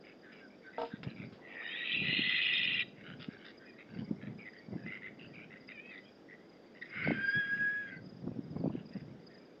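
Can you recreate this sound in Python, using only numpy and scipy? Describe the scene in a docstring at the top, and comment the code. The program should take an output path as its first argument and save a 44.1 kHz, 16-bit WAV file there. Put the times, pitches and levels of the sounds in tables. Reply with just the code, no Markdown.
"""A barn owl gives one long, harsh screech at its nest box at night, just after landing on the porch. The
screech is forced air, chopped by flapping voice membranes and ringing in the throat. Rapid chitter and peeps
come before and after it, then a thin squeal and a long whistling call as an owl flies off. Insects trill with
their wings throughout, over a soft wash of night air, and swells of air buffet the microphone."""
import sys
import numpy as np
from scipy import signal
from scipy.fft import rfft, irfft
from scipy.io import wavfile
from scipy.ndimage import uniform_filter1d

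SR = 44100
rng = np.random.default_rng(int(sys.argv[2]) if len(sys.argv) > 2 else 0)


def dump(signal):
    """Clip the signal to [-1, 1] and save it as 16-bit WAV at the path in sys.argv[1]."""
    limited = np.clip(np.atleast_2d(signal).T, -1, 1)
    pcm = np.round(limited * 32767).astype(np.int16)
    wavfile.write(sys.argv[1], SR, pcm)


N = 423360
TIME = np.arange(N) / SR

# The tone colour of the night air. Each row: frequency in Hz, relative level in dB.
AIR_COLOUR = [(20, -21.5), (60, -18), (120, -11), (200, 3.5), (320, 3.5), (500, 0), (700, -6.5),
              (1000, -15.5), (1600, -14), (2500, -23), (3600, -22), (4400, -31), (5100, -54), (5800, -31),
              (7000, -37), (8500, -49.5), (15000, -49.5)]
# The wind's low rumble and its brighter flutter. Each row: frequency in Hz, relative level in dB.
RUMBLE_COLOUR = [(30, -31), (80, -17), (120, -3), (190, 0.5), (270, -6), (380, -15), (600, -23.5),
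                 (1000, -35), (2000, -58), (5000, -89.5)]
FLUTTER_COLOUR = [(150, -20), (380, 0), (700, -3), (1100, -10.5), (2000, -32.5), (5000, -65.5)]
# Swells of rumbling air on the microphone. Each row: peak time in seconds, relative strength in dB, half length
# in seconds.
AIR_SURGES = [(1.068, -50, 0.064), (1.245, -52, 0.094), (2.064, -44, 0.085), (2.223, -52, 0.12),
              (2.696, -56, 0.19), (3.15, -55.5, 0.16), (4, -45.5, 0.064), (4.115, -45, 0.038),
              (4.287, -48, 0.091), (4.738, -44, 0.043), (4.866, -49, 0.052), (5.27, -59.5, 0.3),
              (7.104, -43.5, 0.1), (7.375, -43.5, 0.019), (7.593, -52.5, 0.11), (8.053, -55, 0.19),
              (8.27, -43.5, 0.053), (8.377, -50, 0.055), (8.64, -41.5, 0.14), (8.645, -42.5, 0.018),
              (8.963, -42, 0.012), (9.047, -53, 0.17)]
# The hardest thumps of air. Each row: time in seconds, relative level in dB, pitch in Hz.
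BUFFETS = [(0.94, -28.5, 208), (1.073, -29, 128), (1.202, -33.5, 185), (2.194, -24, 251), (3.288, -28, 226),
           (3.993, -27.5, 185), (4.112, -23, 257), (4.764, -24.5, 265), (7.076, -22, 566),
           (7.086, -20.5, 221), (7.101, -20.5, 203), (7.108, -21.5, 573), (7.119, -18.5, 272),
           (8.294, -31, 195), (8.392, -25, 245), (8.645, -21, 228), (8.659, -24.5, 503),
           (8.678, -19.5, 255), (8.754, -25, 277), (8.641, -26.5, 504)]
# Three insects trilling in bouts. Each row: first start, repeat time and bout length in seconds,
# middle pitch in Hz, wing strokes a second, level in dB.
TRILLS = [(0.27, 0.406, 0.28, 4920, 26.7, -75), (0.528, 0.664, 0.24, 4640, 25, -77.5),
          (0.05, 0.72, 0.47, 4830, 38, -83)]
# The louder chitter notes. Each row: start and length in seconds, level in dB, throat pitch in Hz,
# relative hiss level in dB, upper resonance in Hz.
CHITTER_NOTES = [ (.04, 0.081, -61, 2270, -1, 2850), (.235, 0.095, -63, 1760, -2, 2020),
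                 (.32, 0.091, -62, 2280, 0, 2820), (.642, 0.086, -70, 1830, -1, 3550),
                 (.735, 0.037, -57, 1970, -9, 2500), (.905, 0.062, -63, 1910, 2, 3570),
                 (1.04, 0.087, -59.5, 2360, 4, 2680), (1.162, 0.093, -56, 2264, -2, 2350),
                 (2.973, 0.11, -62.5, 2155, -2, 2650), (3.04, 0.1, -56, 1445, 4.5, 2890),
                 (3.203, 0.041, -53.5, 2870, 5, 3590), (3.291, 0.075, -59.5, 1660, -3.5, 2260),
                 (3.39, 0.1, -62, 1545, 0, 3020), (3.453, 0.054, -57, 1920, 8, 3610),
                 (3.6, 0.11, -65.5, 1820, -8, 3200), (3.787, 0.035, -57, 2140, -2, 2540),
                 (3.89, 0.085, -64.5, 1586, -1, 2700), (3.987, 0.029, -61.5, 2030, 8, 2870),
                 (4.214, 0.063, -58.5, 1736, 2, 2170), (4.393, 0.041, -56, 2280, -10, 2580),
                 (4.456, .022, -51, 1963, -12, 2380), (4.535, 0.068, -60, 1920, -12, 3200),
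                 (4.77, 0.084, -63.5, 1710, -8, 2620), (4.864, 0.052, -48.5, 2023, -10, 2660),
                 (4.923, 0.046, -47, 2070, -10, 2840), (5.022, 0.063, -49, 1990, -10.5, 2780),
                 (5.195, 0.071, -58.5, 2730, -4, 2850), (5.338, .11, -56, 2420, -8, 2900),
                 (5.507, 0.068, -57.5, 1950, -5, 2520), (5.69, 0.027, -52, 2060, -3.5, 2660),
                 (5.907, 0.085, -53.5, 1975, -8.5, 3630), (6.289, 0.053, -56, 1968, -15, 2400),
                 (6.75, 0.034, -62, 1920, -8, 2840), (6.822, .003, -51.5, 1940, -5.5, 3680),
                 (6.857, 0.0086, -57.5, 2030, -9, 3500), (7.869, 0.1, -56.5, 1976, -22, 2300),
                 (8.722, 0.082, -66.5, 2800, 4, 2970), (8.915, 0.096, -66, 1970, 1, 2640),
                 (9.302, 0.078, -68, 1796, -9, 2550)]
# Stretches of far twittering. Each row: start and end in seconds, level in dB.
TWITTERS = [(0.496, 0.72, -68.5), (2.951, 6.1, -69.5), (6.397, 6.85, -77), (8.296, 9.6, -76.5)]
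# The hiss in each chitter pulse. Each row: frequency in Hz, relative level in dB.
HISS_COLOUR = [(800, -32), (1350, 12), (1600, 13), (2200, 9.5), (3000, 3), (3900, 4.5), (4500, -34),
               (5100, -34.5), (5700, -32), (7500, -36.5), (9000, -65)]
# Thin peeps. Each row: start and length in seconds, level in dB, first pitch in Hz, glide in Hz a second.
PEEPS = [(0.212, 0.13, -65.5, 1655, -1500), (0.402, 0.08, -60.5, 1616, -1400),
         (.632, 0.097, -57, 1577, -700), (0.896, 0.071, -56.5, 1576, 6), (1.099, 0.013, -61, 4000, 6998),
         (2.798, .04, -48.5, 3770, 0), (3.59, 0.078, -65, 1550, 400), (3.644, 0.099, -66, 2520, -1400),
         (6.028, 0.076, -69.5, 2990, 5500), (6.814, 0.021, -44.5, 1870, 5002)]
# Feet on the porch. Each row: start in seconds, thud and scrape levels in dB, scrape fade in seconds.
FOOTSTEPS = [(.781, -35, -53, 0.025), (0.797, -40.5, -52, 0.018), (.815, -36.5, -44, 0.0095),
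             (.832, -38.5, -56, 0.025), (0.847, -58, -53.5, 0.044), (1.031, -71, -42, 0.01),
             (1.323, -80, -59, 0.041)]
# How the porch boards ring. Each row: pitch in Hz, relative level in dB, seconds to fade by 60 dB.
PORCH_TONES = [(282, -9.5, 0.11), (467.5, -1, 0.2), (643, -1.5, 0.15), (721, -2.5, 0.11), (904, -2, 0.12),
               (942, -6.5, 0.14), (1190, -13.5, 0.081), (1310, -5, 0.053), (1580, -13, 0.086)]
# Claws scraping, and feathers brushing, on wood. Each row: frequency in Hz, relative level in dB.
SCRAPE_COLOUR = [(300, 0), (1500, 3), (3800, 1), (4500, -7), (5100, -1.5), (5900, -29), (7500, -25),
                 (9000, -54)]
SCUFFLE_COLOUR = [(250, -22.5), (470, 2), (950, -4.5), (4000, -54)]
# The effort behind the screech. Each row: time in seconds, level in dB, share of the upper
# resonances in dB (capped just below 0).
SCREECH_EFFORT = [(1.41, -65, -12), (1.45, -56, -9), (1.53, -51, -10.5), (1.61, -43.5, -13),
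                  (1.7, -44.5, -6), (1.88, -39, -2.5), (1.95, -32.5, 2), (2.035, -37, -1),
                  (2.112, -33.5, -1.5), (2.55, -32, -0.5), (2.785, -35, 7), (2.81, -32.5, 1),
                  (2.83, -41, -3.5), (2.855, -77, 1.5)]
# The beak opening. Each row: time in seconds, multiplier on the upper throat frequencies.
BEAK_OPENING = [(1.45, 0.96), (1.55, 0.89), (1.63, 0.85), (1.78, 0.9), (1.88, 0.92), (2.12, 0.99),
                (2.6, 0.97), (2.82, 0.94)]
# The throat's resonances. Each row: base frequency and width in Hz, relative level in dB.
THROAT_RESONANCES = [(1410, 270, -23.5), (2015, 158, 2), (2561, 140, 8.5), (2848, 446, 8), (3390, 510, 0),
                     (3765, 100, 0.5), (4140, 160, -5)]
# Loud peaks of the screech, where distortion adds a brief sizzle an octave up.
# Each row: time in seconds, relative sizzle level in dB.
LOUD_PEAKS = [(2.303, -51), (2.34, -51), (2.378, -52.5), (2.46, -47), (2.544, -44), (2.587, -43),
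              (2.646, -45.5), (2.749, -47), (2.804, -49)]
# Two whistles rising through the screech, one list each. Each row: time in seconds, pitch in Hz,
# level in dB.
SWEEPS = [
    [(1.64, 2770, -56), (1.735, 3220, -47.5), (1.78, 3770, -46.5), (1.87, 3730, -54), (1.92, 4060, -63.5)],
    [(1.6, 3690, -69), (1.67, 3710, -53), (2.02, 3910, -52.5), (2.16, 4070, -44), (2.3, 4060, -58)],
]
# The path of the squeal. Each row: time in seconds, pitch in Hz, relative level in dB.
SQUEAL_PATH = [(5.72, 2360, -43), (5.73, 2560, -57), (5.79, 2325, -47), (5.83, 2536, -59),
               (5.906, 2570, -53), (5.95, 2260, -54)]
# The tones in the squeal. Each row: multiple of the pitch, relative level in dB.
SQUEAL_TONES = [(3 / 4, -11), (4 / 4, 0), (5 / 4, -16), (6 / 4, -27)]
# The long call scoops up, holds and sags. Each row: time in seconds, pitch in Hz.
CALL_PITCH = [(7.0, 1518), (7.13, 1535), (7.17, 1570), (7.25, 1606), (7.33, 1626), (7.385, 1668),
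              (7.42, 1632), (7.79, 1674), (7.88, 1624), (7.98, 1530)]
# Its loudness swings as the bird flies. Each row: time in seconds, level in dB.
CALL_LEVEL = [(6.92, -62), (7.048, -47), (7.096, -50.5), (7.296, -31.5), (7.32, -39.5), (7.34, -31.5),
              (7.398, -32), (7.47, -42), (7.536, -30.5), (7.574, -44), (7.61, -32), (7.68, -32),
              (7.726, -38.5), (7.764, -36), (7.97, -58.5), (8.0, -64)]
# Strain lifts its overtones. Each row: time in seconds, levels in dB at two and three times the pitch.
CALL_OVERTONES = [(7.04, -63, -66.5), (7.134, -60, -71), (7.2, -67, -74), (7.255, -62, -61),
                  (7.312, -64, -54), (7.374, -48.5, -73), (7.46, -54.5, -68), (7.53, -69, -69),
                  (7.64, -68, -72), (7.86, -76, -82), (7.9, -63, -78)]
# The hoarse air in the call. Each row: frequency in Hz, relative level in dB.
RASP_COLOUR = [(700, -45), (1150, -13), (1500, -2.5), (1900, -1.5), (2160, -10.5), (2430, -11),
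               (2700, -10.5), (3300, -20), (4000, -23), (4500, -43.5), (5000, -19), (5600, -54.5),
               (9000, -68.5)]


def gain_of(db):
    """Turns decibels into a multiplier."""
    return 10 ** (np.asarray(db) / 20)


def evened(x):
    """Scales a signal so that its average strength (rms) is one."""
    return x / np.sqrt(np.mean(x ** 2) + 1e-20)


def steadied(x, over_s):
    """Holds the strength at one from moment to moment, as steady air pressure does."""
    size = int(over_s * SR)
    power = uniform_filter1d(uniform_filter1d(x ** 2, size), size)
    return x / np.sqrt(abs(power) + 1e-20)


def curve(rows, column=1):
    """Joins one column of a table with straight lines over time."""
    rows = np.asarray(rows)
    return np.interp(TIME, rows[:, 0], rows[:, column])


def loudness(rows, column=1):
    """Turns a dB column into a volume curve, silent outside the table's times."""
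    inside = (TIME >= rows[0][0]) & (TIME <= rows[-1][0])
    return gain_of(curve(rows, column)) * uniform_filter1d(inside * 1., 300)


def step(at_s, over_s):
    """A smooth rise from 0 to 1 around a moment."""
    return .5 + .5 * np.tanh((TIME - at_s) / (2 * over_s))


def bump(at_s, half_s):
    """A smooth swell to 1 and back around a moment."""
    return np.exp(-((TIME - at_s) / half_s) ** 2)


def bouts(first_s, every_s, length_s, edge_s=0.075):
    """Switches on and off in a steady rhythm, with soft edges."""
    age = (TIME - first_s) % every_s
    return np.clip(np.minimum(age, length_s - age) / edge_s, 0, 1)


def wander(rate):
    """A smooth random wobble of strength one, with up to about `rate` changes a second."""
    hz = np.fft.rfftfreq(N, 1 / SR)
    return evened(irfft(rfft(rng.standard_normal(N)) * np.exp(-(hz / rate) ** 2), N))


def add(mix, start_s, sound):
    """Mixes a sound in at its start time."""
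    part = mix[max(round(start_s * SR), 0):][:len(sound)]
    part += sound[:len(part)]


def colour(x, points):
    """Shapes a sound's lows and highs with a colour table, at strength one."""
    hz, db = np.transpose(points)
    shape = np.interp(np.log(np.fft.rfftfreq(len(x), 1 / SR) + 1), np.log(hz + 1), db)
    return evened(irfft(rfft(x) * gain_of(shape), len(x)))


def resonate(x, hz, width_hz):
    """A resonance: keeps the sound near one frequency, which may slide."""
    turn = np.exp(2j * np.pi * np.cumsum(hz * np.ones(len(x))) / SR)
    r = np.exp(-np.pi * width_hz / SR)
    return 2 * (turn * signal.lfilter([(1 - r) ** 2], [1, -2 * r, r * r], x / turn + 1e-18)).real


def narrow_band(x, hz, width_hz):
    """The same resonance twice, for a sharper focus."""
    return resonate(resonate(x, hz, width_hz), hz, width_hz)


def fuzzy_whistle(hz, width_hz):
    """Noise narrowed to a whistle of even strength."""
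    return steadied(narrow_band(rng.standard_normal(N), hz, width_hz), over_s=.02)


def outdoors(x, echo_db, fade_s):
    """The wall and ground scatter a faint, short echo."""
    t = TIME[:SR // 2]
    tail = rng.standard_normal(len(t)) * gain_of(-60 * t / fade_s) * (t > .004)
    return x + gain_of(echo_db) * signal.fftconvolve(x, tail / np.linalg.norm(tail))[:N]


def night_air(level_db=-58, swell_db=0.3):
    """A distant, soft wash of noise."""
    return gain_of(level_db - swell_db * wander(21)) * colour(rng.standard_normal(N), AIR_COLOUR)


def wind(breeze_db=-76, lumps_db=4, boost_db=4.7, flutter_db=-16):
    """Lumpy, swirling air rumbles on the microphone, brighter when it blows hard."""
    gusts = sum(gain_of(2 * db) * np.exp(-2 * abs((TIME - s) / half) ** 1.5) for s, db, half in AIR_SURGES)
    strength = np.sqrt(gain_of(2 * breeze_db) + gusts)
    lumps = gain_of(lumps_db * wander(60))
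    rumble = colour(rng.standard_normal(N) * lumps, RUMBLE_COLOUR)
    flutter = colour(rng.standard_normal(N) * lumps ** 2, FLUTTER_COLOUR)
    flutter *= gain_of(flutter_db) * np.sqrt(strength / strength.max())
    return gain_of(boost_db) * strength * steadied(rumble + flutter, over_s=.05)


def buffets(cycles=0.77, trim_db=-1, bass_cut_hz=110):
    """Single swirls of air thump the small microphone, which passes little deep bass."""
    out, t = np.zeros(N), np.arange(-900, 900) / SR
    for (s, db, hz), phase in zip(BUFFETS, rng.random(len(BUFFETS))):
        swell = 1 / np.cosh(2 * hz * t / cycles)
        add(out, s + t[0], gain_of(db + trim_db) * swell * np.cos(2 * np.pi * (hz * t + phase)))
    return signal.sosfilt(signal.butter(2, bass_cut_hz, "high", fs=SR, output="sos"), out)


def insects(fall=0.099, chorus_db=-83, whine_db=-89.5, whine_floor_db=-90):
    """Each wing stroke makes a falling chirp; far insects blur into a chorus and a whine."""
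    trills, blur = np.zeros(N), 0.012 * wander(500)
    for first_s, every_s, length_s, hz, strokes_per_s, db in TRILLS:
        stroke = (np.cumsum(strokes_per_s * (1 + 0.06 * wander(14))) / SR) % 1
        pitch = hz * (1 + fall * (.5 - stroke) + blur + 0.0058 * wander(3))
        chirps = np.sin(np.pi * stroke) ** 2 * np.sin(2 * np.pi * np.cumsum(pitch) / SR)
        trills += gain_of(db + 2 * wander(2)) * bouts(first_s, every_s, length_s) * evened(chirps)
    chorus = evened(narrow_band(rng.standard_normal(N), hz=4800, width_hz=700))
    whine = evened(narrow_band(rng.standard_normal(N), hz=5390, width_hz=280))
    whine *= gain_of(whine_db) * bouts(0.3, every_s=0.71, length_s=0.43) + gain_of(whine_floor_db)
    return trills * gain_of(3.9 * wander(40)) + gain_of(chorus_db + 2 * wander(30)) * chorus + whine


def twitter_notes(every_s=0.11, length_s=0.048, throat_hz=2227, hiss_db=-16.5, upper_hz=2860):
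    """Lists quiet, far chitter notes in a loose rhythm, each a little different."""
    beats = [(s, db) for start, end, db in TWITTERS for s in np.arange(start, end - length_s, every_s)]
    chance = rng.standard_normal((len(beats), 3))
    return [(s + 0.016 * abs(late), length_s, db + 1.5 * loud,
             throat_hz * np.exp(0.074 * high), hiss_db, upper_hz)
            for (s, db), (late, loud, high) in zip(beats, chance)]


def chitter(pulse_s=0.0017, squeak_db=-4, sizzle_db=-8.5, sizzle_above_db=4.5, uneven_db=2):
    """Each note is a quick run of tone pulses at the throat's pitch, each spitting a little hiss."""
    out, noise = np.zeros(N), rng.standard_normal(N)
    drift, swing, glide, grit = wander(30), wander(90), wander(70), wander(380)
    notes = list(CHITTER_NOTES) + twitter_notes()
    lags = rng.integers(SR // 1400, SR // 550, len(notes))
    for (start, length, db, hz, hiss_db, upper_hz), lag in zip(notes, lags):
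        span = slice(int((start - .01) * SR), int((start + length + 0.014) * SR))
        rate = 99 * (hz / 1974) ** 0.59  # pulses a second: higher notes pulse faster
        turns = np.cumsum(rate * (1 + 0.018 * drift[span])) / SR
        turns += rate * (span.start / SR - start - pulse_s)
        pulses = np.exp(-((turns - np.round(turns)) / rate / pulse_s) ** 2)
        bend = 1 + 0.025 * glide[span]
        pitch = hz * (bend + 0.034 * grit[span])
        tone = (pulses + 0.44) * np.sin(2 * np.pi * np.cumsum(pitch) / SR)
        air = noise[span]
        hiss = colour(air + .5 * np.roll(air, lag), HISS_COLOUR)  # a close reflection ripples the hiss
        hiss += gain_of(squeak_db) * evened(resonate(air, upper_hz * bend, width_hz=420))
        if hiss_db > sizzle_above_db:
            hiss += gain_of(sizzle_db) * evened(narrow_band(air, hz=4730, width_hz=1100))
        note = evened(tone) + gain_of(hiss_db - 2) * hiss * evened(pulses + 0.5)
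        note *= gain_of(uneven_db * swing[span]) * signal.windows.tukey(len(note), .3)
        add(out, span.start / SR, gain_of(db) * evened(note))
    return outdoors(out, echo_db=-9, fade_s=0.25)  # farther off, so more echo


def peeps(roughness=0.027, shimmer_db=3):
    """Short gliding tones, made slightly hoarse by a fast waver."""
    out, waver, shimmer = np.zeros(N), wander(350), wander(160)
    for start, length, db, hz, glide in PEEPS:
        t = np.arange(0, length, 1 / SR)
        span = int(start * SR) + np.arange(len(t))
        pitch = (hz + glide * t) * (1 + roughness * waver[span])
        tone = np.sin(2 * np.pi * np.cumsum(pitch) / SR)
        swell = gain_of(shimmer_db * shimmer[span]) * np.sin(np.pi * t / length)
        add(out, start, gain_of(db) * evened(tone * swell))
    return outdoors(out, echo_db=-12, fade_s=0.27)


def landing(contact_s=0.00091):
    """Feet strike the porch boards, which ring, and the claws scrape after them."""
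    out, t = np.zeros(N), TIME[:SR // 3]
    for start, thud_db, scrape_db, scrape_s in FOOTSTEPS:
        phases = rng.random(len(PORCH_TONES))
        boards = sum(gain_of(db - 60 * t / fade_s) * np.sin(2 * np.pi * (hz * t + phase))
                     for (hz, db, fade_s), phase in zip(PORCH_TONES, phases))
        scrape = colour(rng.standard_normal(len(t)), SCRAPE_COLOUR) * np.exp(-t / scrape_s)
        blow = gain_of(thud_db) * boards + gain_of(scrape_db) * scrape
        add(out, start, blow * (1 - np.exp(-t / contact_s)))
    return out


def scuffle(level_db=-57.5):
    """Feathers and feet brush the wood as the owl squeezes into the box."""
    brush = colour(rng.standard_normal(N) * gain_of(3 * wander(60)), SCUFFLE_COLOUR)
    return gain_of(level_db) * bump(at_s=1.59, half_s=0.2) * brush


def throat(flare_db=3.2):
    """Forced air rings the throat's resonances; the upper ones take over with effort."""
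    beak = curve(BEAK_OPENING) * (1 + 0.0036 * wander(25))
    rings = []
    for k, (hz, width, db) in enumerate(THROAT_RESONANCES):
        shift = np.sqrt(beak) if k < 2 else beak  # the two low ones move less with the beak
        flare = gain_of(db + flare_db * wander(28))
        rings.append(flare * resonate(rng.standard_normal(N), hz * shift, width))
    upper = np.clip(gain_of(curve(SCREECH_EFFORT, column=2)), 0, .95)
    return np.sqrt(1 - upper ** 2) * evened(sum(rings[:2])) + upper * evened(sum(rings[2:]))


def rattle(flaps_per_s=97, first_depth_db=4.5, held_depth_db=1, rough_db=1.4):
    """Voice membranes flap unevenly: a volume curve whose separate pulses soon run together."""
    turns = np.cumsum(flaps_per_s * (1 + 0.1 * wander(27.5))) / SR
    depth_db = first_depth_db + (held_depth_db - first_depth_db) * step(at_s=1.57, over_s=.08)
    return steadied(gain_of(depth_db * np.cos(2 * np.pi * turns) + rough_db * wander(150)), over_s=.02)


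def screech(climb_from_hz=2010, climb_toward_hz=2974, climb_s=0.45, top_hz=4300, peak_s=0.014):
    """The throat's harsh hiss, with whistles climbing inside it, is chopped by the rattle."""
    voice = throat()
    age = np.maximum(TIME - SCREECH_EFFORT[0][0], 0)
    climb_hz = climb_toward_hz + (climb_from_hz - climb_toward_hz) * np.exp(-age / climb_s)
    # the hiss drowns this whistle, except where it flares near the throat's main resonance
    early = gain_of(-12) * (1 - step(at_s=1.7, over_s=0.063))
    flare = gain_of(-2) * bump(at_s=1.97, half_s=0.051)
    share = np.clip(early + flare, 0, .92)
    voice = np.sqrt(1 - share ** 2) * voice + share * fuzzy_whistle(climb_hz, width_hz=250)
    voice = steadied(signal.sosfilt(signal.butter(10, top_hz, fs=SR, output="sos"), voice), over_s=.02)
    # at the listed loud peaks, distortion (the signal squared) adds a brief sizzle an octave up
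    distortion = evened(resonate(resonate(voice ** 2, 5150, 430), 5000, 360))
    voice *= loudness(SCREECH_EFFORT) * gain_of(sum(bump(s, peak_s) for s, _ in LOUD_PEAKS))
    voice += distortion * sum(gain_of(db - 14) * bump(s, peak_s) for s, db in LOUD_PEAKS)
    voice += sum(loudness(rows, column=2) * fuzzy_whistle(curve(rows), width_hz=260) for rows in SWEEPS)
    return rattle() * voice


def squeal(trim_db=-2, shimmer_db=3):
    """The chitter tightens for a moment into a thin, wavering tone."""
    turns = np.cumsum(curve(SQUEAL_PATH) * (1 + .014 * wander(400))) / SR
    tone = np.sqrt(2) * sum(gain_of(db) * np.sin(2 * np.pi * k * turns) for k, db in SQUEAL_TONES)
    return gain_of(trim_db + shimmer_db * wander(150)) * loudness(SQUEAL_PATH, column=2) * tone


def long_call(flutter_db=6.5, flutter_per_s=22, flutter_at_s=7.268, fourth_db=-87, fifth_db=-93):
    """A hoarse start clears into a nearly pure whistle, which roughens again as it fades."""
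    rough = np.interp(TIME, [7.12, 7.24, 7.84, 7.9], [1, 0, 0, 1])
    waver = 0.002 * wander(27) + (.0035 + 0.012 * rough) * wander(150)
    turns = np.cumsum(curve(CALL_PITCH) * (1 + waver)) / SR
    shimmer = 1 + (.07 + 0.6 * rough) * wander(110)
    whistle = loudness(CALL_LEVEL) * shimmer * np.sin(2 * np.pi * turns)
    # the call flutters as it gathers strength
    flutter = np.cos(2 * np.pi * flutter_per_s * (TIME - flutter_at_s))
    whistle *= gain_of(-flutter_db * bump(flutter_at_s, half_s=0.034) * flutter)
    second, third = loudness(CALL_OVERTONES), loudness(CALL_OVERTONES, column=2)
    sounding = uniform_filter1d((third > 0) * 1., SR // 10)
    fourth = gain_of(fourth_db) * sounding
    fifth = gain_of(fifth_db) * sounding * (1 - step(at_s=7.45, over_s=.05))
    for k, gain in enumerate([second, third, fourth, fifth], start=2):
        flicker = gain_of(3 * wander(43))
        fuzz = (k - 1) * 0.24 * wander(140)  # higher overtones are fuzzier
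        whistle += gain * flicker * np.sin(2 * np.pi * k * turns + fuzz)
    return np.sqrt(2) * whistle


def call_rasp(at_s=7.04, burst_s=0.095, end_s=7.96, burst_db=-52.5, focus_db=-39, held_db=-49):
    """Hoarse air bursts out, focused by the throat, then thins away under the long call."""
    rasp = colour(rng.standard_normal(N) * gain_of(2 * wander(97)), RASP_COLOUR)
    focus = fuzzy_whistle(hz=2130, width_hz=430) * gain_of(2 * wander(110))
    burst = bump(at_s, burst_s) * (gain_of(burst_db) * rasp + gain_of(focus_db) * focus)
    held = gain_of(held_db - 15 * abs(TIME - at_s))  # fades by 15 dB a second
    held *= step(at_s - burst_s, 0.045) * (1 - step(end_s, 0.01))
    side_tones = sum(fuzzy_whistle(2306 + 321 * wander(5), width_hz=110) for _ in range(2))
    return burst + held * (rasp + gain_of(-7.5) * side_tones)


def scene():
    """The owls and the porch, with the night around them, in one channel."""
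    owls = screech() + chitter() + peeps() + squeal() + long_call() + call_rasp() + landing() + scuffle()
    return (outdoors(owls, echo_db=-21, fade_s=0.43) + insects() + wind() + buffets() + night_air())[None]


def record(dry):
    """Cuts the highest treble, above 15700 Hz."""
    treble_cut = signal.firwin(511, 15700, window=("kaiser", 9), fs=SR)
    return signal.oaconvolve(dry, treble_cut[None], "same")


dry = scene()
out = record(dry)
dump(out)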